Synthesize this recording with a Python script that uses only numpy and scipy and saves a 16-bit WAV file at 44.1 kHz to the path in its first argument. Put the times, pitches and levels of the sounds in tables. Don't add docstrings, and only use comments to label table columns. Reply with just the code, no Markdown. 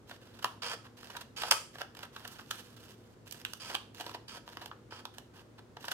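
import sys
import numpy as np
from scipy import signal
from scipy.fft import rfft, irfft, next_fast_len
from scipy.io import wavfile
from scipy.ndimage import map_coordinates

SR = 44100
rng = np.random.default_rng(int(sys.argv[2]) if len(sys.argv) > 2 else 0)


def waveform_to_disk(signal):
    frames = np.transpose(np.atleast_2d(signal))
    scaled = np.clip(frames, -1, 1) * 32767
    samples = np.round(scaled).astype(np.int16)
    wavfile.write(sys.argv[1], SR, samples)


N = 261720
CRACK_HZ = 3300

# start/s, end/s, relative level/dB, brightness/dB per band
BITES = [(0.967, 1.231, -60, 0), (1.728, 1.846, -58, -1.5), (1.96, 2.066, -61.5, -2),
         (3.255, 3.425, -61.5, 3), (3.688, 3.743, -52.5, -3.5), (3.941, 4.15, -57.5, 0),
         (4.459, 4.686, -63, -1), (5.795, 5.936, -57, 1.5)]
# f/Hz, relative level/dB
PAPER_SPECTRUM = [(300, 4), (600, -0.5), (900, 1.5), (1250, -2.5), (1700, 3), (2200, -3.5), (2900, 7.5),
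                  (5000, -2), (7000, -12.5), (10000, -16.5), (14000, -13.5), (16000, -22)]
# f/Hz, relative level/dB
BLADE_SPECTRUM = [(300, -7), (520, -0.5), (740, -1), (950, 3), (1600, 2.5), (2100, -3), (3000, -2),
                  (4100, -10), (5100, 0.5), (6100, -4.5), (8000, -6.5), (12000, -12.5), (16000, -17)]
# f/Hz, width/Hz, lift/dB
BLADE_MODES = [(941, 90, 6), (1287, 30, 11), (1644, 150, 2.5), (2460, 340, 4), (3210, 210, 6.5),
               (4630, 420, 7), (8200, 600, -2.5)]


def blade_scrape():
    # start/s, end/s, relative level/dB, brightness/dB per band
    strokes = [(0.619, 0.749, -43.5, 0.5), (1.362, 1.502, -45.5, 2.5), (3.597, 3.752, -51, 3),
               (4.278, 4.389, -53, 1.5), (4.905, 5.013, -56.5, -1)]
    rows = [(start, end, *band_levels(db, bright, crack_db=1.5, fizz_db=-8.5))
            for start, end, db, bright in strokes]
    return friction(rows, steel(), pans_db=(0, -6, -11), crack_hz=3550, drift_db=(2.5, -5, -1),
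                    attack_s=.003, release_s=.0098, grain_hz=1700, grain_db=2,
                    clump_hz=160, clump_db=2.4, crackles_per_s=190, crackle_db=8.5)


def blade_catches():
    # t/s, relative sheet, crack and fizz levels/dB, time scale/s, sheet f/Hz, crack f/Hz
    catches = [(0.4452, -25, -30.5, -35.5, 0.0026, 1046, 3100),
               (1.4359, -31, -35.5, -54, 0.0041, 1090, 3600),
               (3.4508, -39.5, -31.5, -42, 0.0014, 1410, 2880),
               (3.7516, -33.5, -27.5, -39.5, 0.0027, 1140, 2830),
               (4.7146, -41, -51.5, -80, 0.0032, 1180, 2590)]
    ping = voice(PAPER_SPECTRUM, sheet_focus_db=7, crack_focus_db=2.5)
    return snaps(catches, ping, pans_db=(0, -6, -14), rise=.25, fall=.5, creak_db=-26)


def blade_slam():
    # t/s, relative sheet, crack and fizz levels/dB, time scale/s, sheet f/Hz, crack f/Hz
    hits = [(1.5126, -26, -19.5, -19.5, 0.0017, 1107, 3600),
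            (1.5195, -24.5, -28, -37.5, 0.0057, 1077, 2800), (1.523, -32, -26, -38, 0.0029, 1100, 3800)]
    return snaps(hits, steel(), pans_db=(5, -1.5, -13.5), rise=.5, fall=.8, creak_db=-20)


def fibre_snaps():
    # t/s, relative level/dB, brightness/dB per band, time scale/s
    loud_ticks = [(0.1132, -46.5, -4, 0.0066), (0.392, -51, -1, 0.0062), (0.4276, -42.5, 1.5, 0.007),
                  (1.072, -54.5, 1.5, .0014), (1.1026, -47.5, -2, 0.0053), (1.1524, -53.5, -12.5, .008),
                  (1.1685, -39.5, 0.5, 0.0053), (1.2127, -43.5, 2.5, 0.0081), (1.4217, -37, 1, 0.0034),
                  (1.785, -51, -1, 0.0014), (1.8122, -43.5, -3.5, 0.0038), (1.8173, -37, -2.5, 0.0014),
                  (1.951, -51.5, 1, 0.0022), (1.9706, -50, 1.5, 0.0036), (1.992, -48, 0.5, 0.0014),
                  (2.008, -57.5, 2, .003), (2.0327, -41.5, -1, 0.009), (2.1648, -44, -3.5, 0.006),
                  (2.252, -44.5, -3, .008), (2.278, -46.5, 8.5, 0.0045), (2.396, -51, -7, 0.0063),
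                  (2.5112, -32, 2, 0.0042), (3.312, -49.5, 12, 0.0016), (3.325, -44, 10, 0.0031),
                  (3.4166, -55, 6, 0.0025), (3.5355, -40, 5.5, 0.0017), (3.705, -46, -4, 0.0083),
                  (3.7462, -37.5, -1.5, 0.0032), (3.948, -53.5, 3.5, 0.0015), (4.0003, -43, -0.5, 0.0047),
                  (4.0097, -38, 0.5, 0.0077), (4.066, -41.5, -2, 0.0036), (4.0954, -45.5, -3.5, 0.0024),
                  (4.1477, -40.5, -3.5, 0.0087), (4.374, -51, -4.5, .0021), (4.4782, -49, -4, 0.0013),
                  (4.5718, -44, -4.5, .0011), (4.6183, -44.5, -2.5, 0.018), (4.66, -43.5, 2, 0.0024),
                  (4.9237, -54, -12, 0.0022), (5.0542, -40, 0, 0.0018), (5.1841, -44, 2.5, .0024),
                  (5.77, -48.5, -6, 0.0033), (5.844, -46, -5.5, 0.0047), (5.8836, -37, -1.5, 0.0041),
                  (5.917, -32.5, 1, .007)]
    fibres = voice(PAPER_SPECTRUM, sheet_focus_db=3, crack_focus_db=1.5)
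    rows = []
    for s, db, bright, length in loud_ticks + weak_fibres():
        levels_db = band_levels(db, bright, crack_db=-.03, fizz_db=-5.5)
        crack_hz = CRACK_HZ * 2 ** (-2 * bright)
        rows.append((s, *levels_db, length, span_hz(s), crack_hz))
    return snaps(rows, fibres, pans_db=(-.39, -5, -17), rise=.35, fall=.75, creak_db=-23)


def weak_fibres(per_s=16, lift_db=7, scatter_db=4, length_s=.002):
    ticks = []
    for start, end, db, bright in BITES:
        count = max(round((end - start) * per_s), 1)
        for k, (jitter, size, colour) in enumerate(rng.uniform(-1, 1, (count, 3))):
            s = start + (end - start) * (k + .5 + jitter / 2) / count
            ticks.append((s, db + lift_db + scatter_db * size, bright + scatter_db * colour, length_s))
    return ticks


def paper_crunch():
    edge = voice(PAPER_SPECTRUM, sheet_focus_db=0, crack_focus_db=-4, low_cut_ratio=.45)
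    rows = [(start, end, *band_levels(db, bright, crack_db=1, fizz_db=-3.5))
            for start, end, db, bright in BITES]
    return friction(rows, edge, pans_db=(-1, -5, -19), crack_hz=CRACK_HZ, drift_db=(4, -.5, -1.5),
                    attack_s=.0072, release_s=.01, grain_hz=1600, grain_db=3.5,
                    clump_hz=120, clump_db=4, crackles_per_s=40, crackle_db=15)


def paper_rustle():
    # start/s, end/s, relative level/dB, brightness/dB per band
    rustles = [(.07, 0.176, -59, 2.5), (0.203, 0.45, -64, 1), (0.839, 0.881, -59.5, -3),
               (2.123, 2.427, -57.5, 1.5), (2.311, 2.35, -67, 16.5), (2.42, 2.761, -63.5, 4),
               (2.76, 2.952, -60, 4), (2.516, 2.619, -53, 4), (2.945, 3.15, -72.5, 4),
               (3.462, 3.59, -63.5, 7), (5.133, 5.21, -64, 1.5), (5.334, 5.427, -61, 0),
               (5.574, 5.608, -60.5, -3.5)]
    surface = voice(PAPER_SPECTRUM, sheet_focus_db=2.6, crack_focus_db=-1.5)
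    rows = [(start, end, *band_levels(db, bright, crack_db=-.95, fizz_db=-6.5))
            for start, end, db, bright in rustles]
    return friction(rows, surface, pans_db=(-1, -5, -19), crack_hz=CRACK_HZ, drift_db=(0, 0, 0),
                    attack_s=.0077, release_s=.012, grain_hz=1000, grain_db=-1,
                    clump_hz=70, clump_db=4, crackles_per_s=70, crackle_db=14)


def snaps(rows, body, pans_db, rise, fall, creak_db):
    track, lead_s = np.zeros((2, N)), .008
    t = np.arange(SR // 30) / SR - lead_s
    for s, *levels_db, length, sheet_hz, crack_hz in rows:
        avalanche = np.exp(-np.abs(t) / (length * np.where(t < 0, rise, fall)))
        creak = amp(creak_db) * np.exp(-np.abs(t) / .002)
        snap = radiate(avalanche + creak, body(sheet_hz, crack_hz), levels_db, pans_db, seconds=.006)
        add(track, s - lead_s - .0004, snap)
    return track


def friction(rows, body, pans_db, crack_hz, drift_db, attack_s, release_s,
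             grain_hz, grain_db, clump_hz, clump_db, crackles_per_s, crackle_db):
    track = np.zeros((2, N))
    for start, end, *levels_db in rows:
        seconds = end - start
        n = round(seconds * SR)
        t = np.arange(n) / SR
        gate = np.clip(np.minimum(t / attack_s, (seconds - t) / release_s), 0, 1)
        band_drift = amp(np.outer(drift_db, t / seconds))
        grains = amp(grain_db * wobble(grain_hz, n) + clump_db * np.tanh(wobble(clump_hz, n)))
        breaks = (rng.random(n) < crackles_per_s / SR) * rng.uniform(.31, 1, n)
        crackle = signal.lfilter([1], [1, -np.exp(-1 / (.0005 * SR))], breaks)
        force = gate * band_drift * (grains + amp(crackle_db) * crackle)
        rings = body(span_hz((start + end) / 2), crack_hz)
        add(track, start, radiate(force, rings, levels_db, pans_db, seconds))
    return track


def radiate(force, rings, levels_db, pans_db, seconds, coherence=(.9, .65, .6), lag_samples=5):
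    stereo, n = 0, force.shape[-1]
    pushes = np.broadcast_to(force, (len(rings), n))
    for push, response, db, pan_db, share in zip(pushes, rings, levels_db, pans_db, coherence):
        common, separate = rng.standard_normal(n), rng.standard_normal((2, n))
        fractures = push * (np.sqrt(share) * common + np.sqrt(1 - share) * separate)
        band = signal.fftconvolve(fractures, response[None], axes=1)
        band *= np.sqrt(seconds * SR / np.sum(band ** 2, axis=1, keepdims=True))
        pan = unit(amp([[pan_db / 2], [-pan_db / 2]]))
        stereo = stereo + amp(db) * pan * band
    left, right = stereo
    return np.array([np.pad(left, (lag_samples, 0))[:-lag_samples], right])


def steel():
    return voice(BLADE_SPECTRUM, sheet_focus_db=0, crack_focus_db=3, modes=BLADE_MODES)


def voice(spectrum, sheet_focus_db, crack_focus_db, modes=(), low_cut_ratio=.34):
    # low f/Hz, high f/Hz
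    band_edges = [(300, 1900), (2100, 6000), (6200, 15500)]
    sheet, crack, fizz = band_edges
    fizz_ring = ring(spectrum, modes, fizz, fizz[0], focus_db=0)

    def rings(sheet_hz, crack_hz):
        low_hz = max(sheet[0], low_cut_ratio * sheet_hz)
        return [ring(spectrum, modes, (low_hz, sheet[1]), sheet_hz, sheet_focus_db),
                ring(spectrum, modes, crack, crack_hz, crack_focus_db), fizz_ring]
    return rings


def ring(spectrum, modes, band, centre_hz, focus_db, size=1024):
    hz = np.fft.rfftfreq(size, 1 / SR) + 1
    resonances_db = sum(lift / (1 + (2 * (hz - f) / width) ** 2) for f, width, lift in modes)
    off_centre_db = focus_db * np.log1p((3 * np.log2(hz / centre_hz)) ** 2)
    band_pass = 1 / np.sqrt((1 + (band[0] / hz) ** 10) * (1 + (hz / band[1]) ** 10))
    gain = amp(along(spectrum, hz) + resonances_db - off_centre_db) * band_pass
    cepstrum = irfft(np.log(gain + 1e-5))
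    cepstrum[1:size // 2] *= 2
    cepstrum[size // 2 + 1:] = 0
    return irfft(np.exp(rfft(cepstrum)))


def span_hz(s):
    # t/s, f/Hz
    span_pitch = [(0.1, 1380), (1.1, 1050), (2.5, 1300), (3.53, 1350), (3.7, 804), (4.1, 850), (4.95, 1003),
                  (5.06, 804), (5.2, 1210), (5.84, 1010), (5.91, 1570)]
    return np.interp(s, *np.transpose(span_pitch))


def band_levels(db, bright_db, crack_db, fizz_db):
    return db - bright_db, db + crack_db, db + bright_db + fizz_db


def room(source, wet_db, treble_db, early_db, crossfeed=.23, directions=1):
    rays = [source() for _ in range(directions)]
    echoes = 0
    for ray in rays:
        send = 1.09 * ray + crossfeed * ray[::-1]
        echoes = echoes + signal.oaconvolve(send, reflections(wet_db, treble_db, early_db), axes=1)[:, :N]
    return rays[0] + echoes / np.sqrt(directions)


def reflections(wet_db, treble_db, early_db, count=24):
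    # f/Hz, time to fall 60 dB/s
    decay_times = [(200, 0.38), (1000, 0.32), (4000, 0.38), (9000, 0.38), (16000, 0.28)]
    hz, t, noise = signal.stft(rng.standard_normal((2, SR // 2)), SR, nperseg=256)
    decay = amp(-60 * t / along(decay_times, hz)[:, None])
    tail = signal.istft(noise * decay, SR, nperseg=256)[1]
    tail *= 1 - np.exp(-np.arange(tail.shape[1]) / SR / .0014)
    tail *= amp(wet_db) / np.linalg.norm(tail[0])
    for side in tail:
        delays_s = rng.uniform(.003, .021, count)
        taps = amp(early_db) * rng.choice([-1, 1], count) * np.exp(-delays_s / .022)
        side[(delays_s * SR).astype(int)] += taps
    tail += filtered(tail[0] - tail, lambda f: 1 / (1 + (f / 900) ** 2))
    treble_shelf = [(1200, .0033), (3000, treble_db / 2), (12000, treble_db)]
    return filtered(tail, lambda f: amp(along(treble_shelf, f)))


def room_tone():
    # f/Hz, relative level/dB
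    air_spectrum = [(20, -43.5), (35, -21.5), (55, -7.5), (85, -9.5), (125, -2.5), (170, -8.5), (240, -6.5),
                    (330, -10), (480, -10), (700, -18.5), (1300, -22), (2500, -30), (7000, -36),
                    (16000, -47.5)]
    # f/Hz, relative level/dB
    hum_partials = [(107.7, -61), (204.6, -74), (242.2, -64.5), (317.6, -71), (360.7, -69), (484.5, -70.5)]
    coherence = [(100, .9), (350, .74), (1000, .12), (3000, .05)]  # f/Hz, left-right correlation

    def mid_side_gains(hz):
        width = np.arccos(along(coherence, hz)) / 2
        return amp(along(air_spectrum, hz)) * [np.cos(width), np.sin(width)]
    mid, side = filtered(rng.standard_normal((2, N)), mid_side_gains)
    t = np.arange(N) / SR
    hum = 0
    for hz, db in hum_partials:
        level = np.sqrt(2) * amp(db + 1.5 * wobble(3.7, N))
        hum = hum + level * np.sin(2 * np.pi * hz * t + 1.2 * wobble(10, N))
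    return amp(-58.5) * unit(np.array([mid + side, mid - side])) + amp(-4) * hum


def amp(db):
    return 10 ** (np.asarray(db) / 20)


def unit(x):
    return x / np.sqrt(np.mean(x ** 2) + 1e-20)


def along(points, hz):
    f, values = np.transpose(points)
    return np.interp(np.log(hz + 1), np.log(f + 1), values)


def filtered(x, response):
    n = x.shape[-1]
    size = next_fast_len(n + 8192)
    return irfft(rfft(x, size) * response(np.fft.rfftfreq(size, 1 / SR)), size)[..., :n]


def wobble(rate, n):
    knots = rng.standard_normal(int(n * rate / SR) + 4)
    return map_coordinates(knots, [np.arange(n) * rate / SR])


def add(track, s, x):
    part = track[:, max(round(s * SR), 0):][:, :x.shape[-1]]
    part += x[:, :part.shape[-1]]


def scene():
    scrape = room(blade_scrape, wet_db=-8, treble_db=-1, early_db=-19, directions=2)
    catches = room(blade_catches, wet_db=-8, treble_db=-3, early_db=-17.5, directions=3)
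    slam = room(blade_slam, wet_db=-8, treble_db=-2, early_db=-23, crossfeed=.3, directions=4)
    ticks = room(fibre_snaps, wet_db=-7, treble_db=-6, early_db=-19, crossfeed=.053)
    paper = room(lambda: paper_crunch() + paper_rustle(),
                 wet_db=-7.5, treble_db=-4, early_db=-31, crossfeed=.14)
    return scrape + amp(-1) * catches + slam + amp(-1.5) * ticks + amp(-1) * paper + room_tone()


def record(dry):
    cutoff_hz, fade_hz = 15950, 300
    return filtered(dry, lambda hz: np.clip((cutoff_hz - hz) / fade_hz + .5, 0, 1))


dry = scene()
out = record(dry)
waveform_to_disk(out)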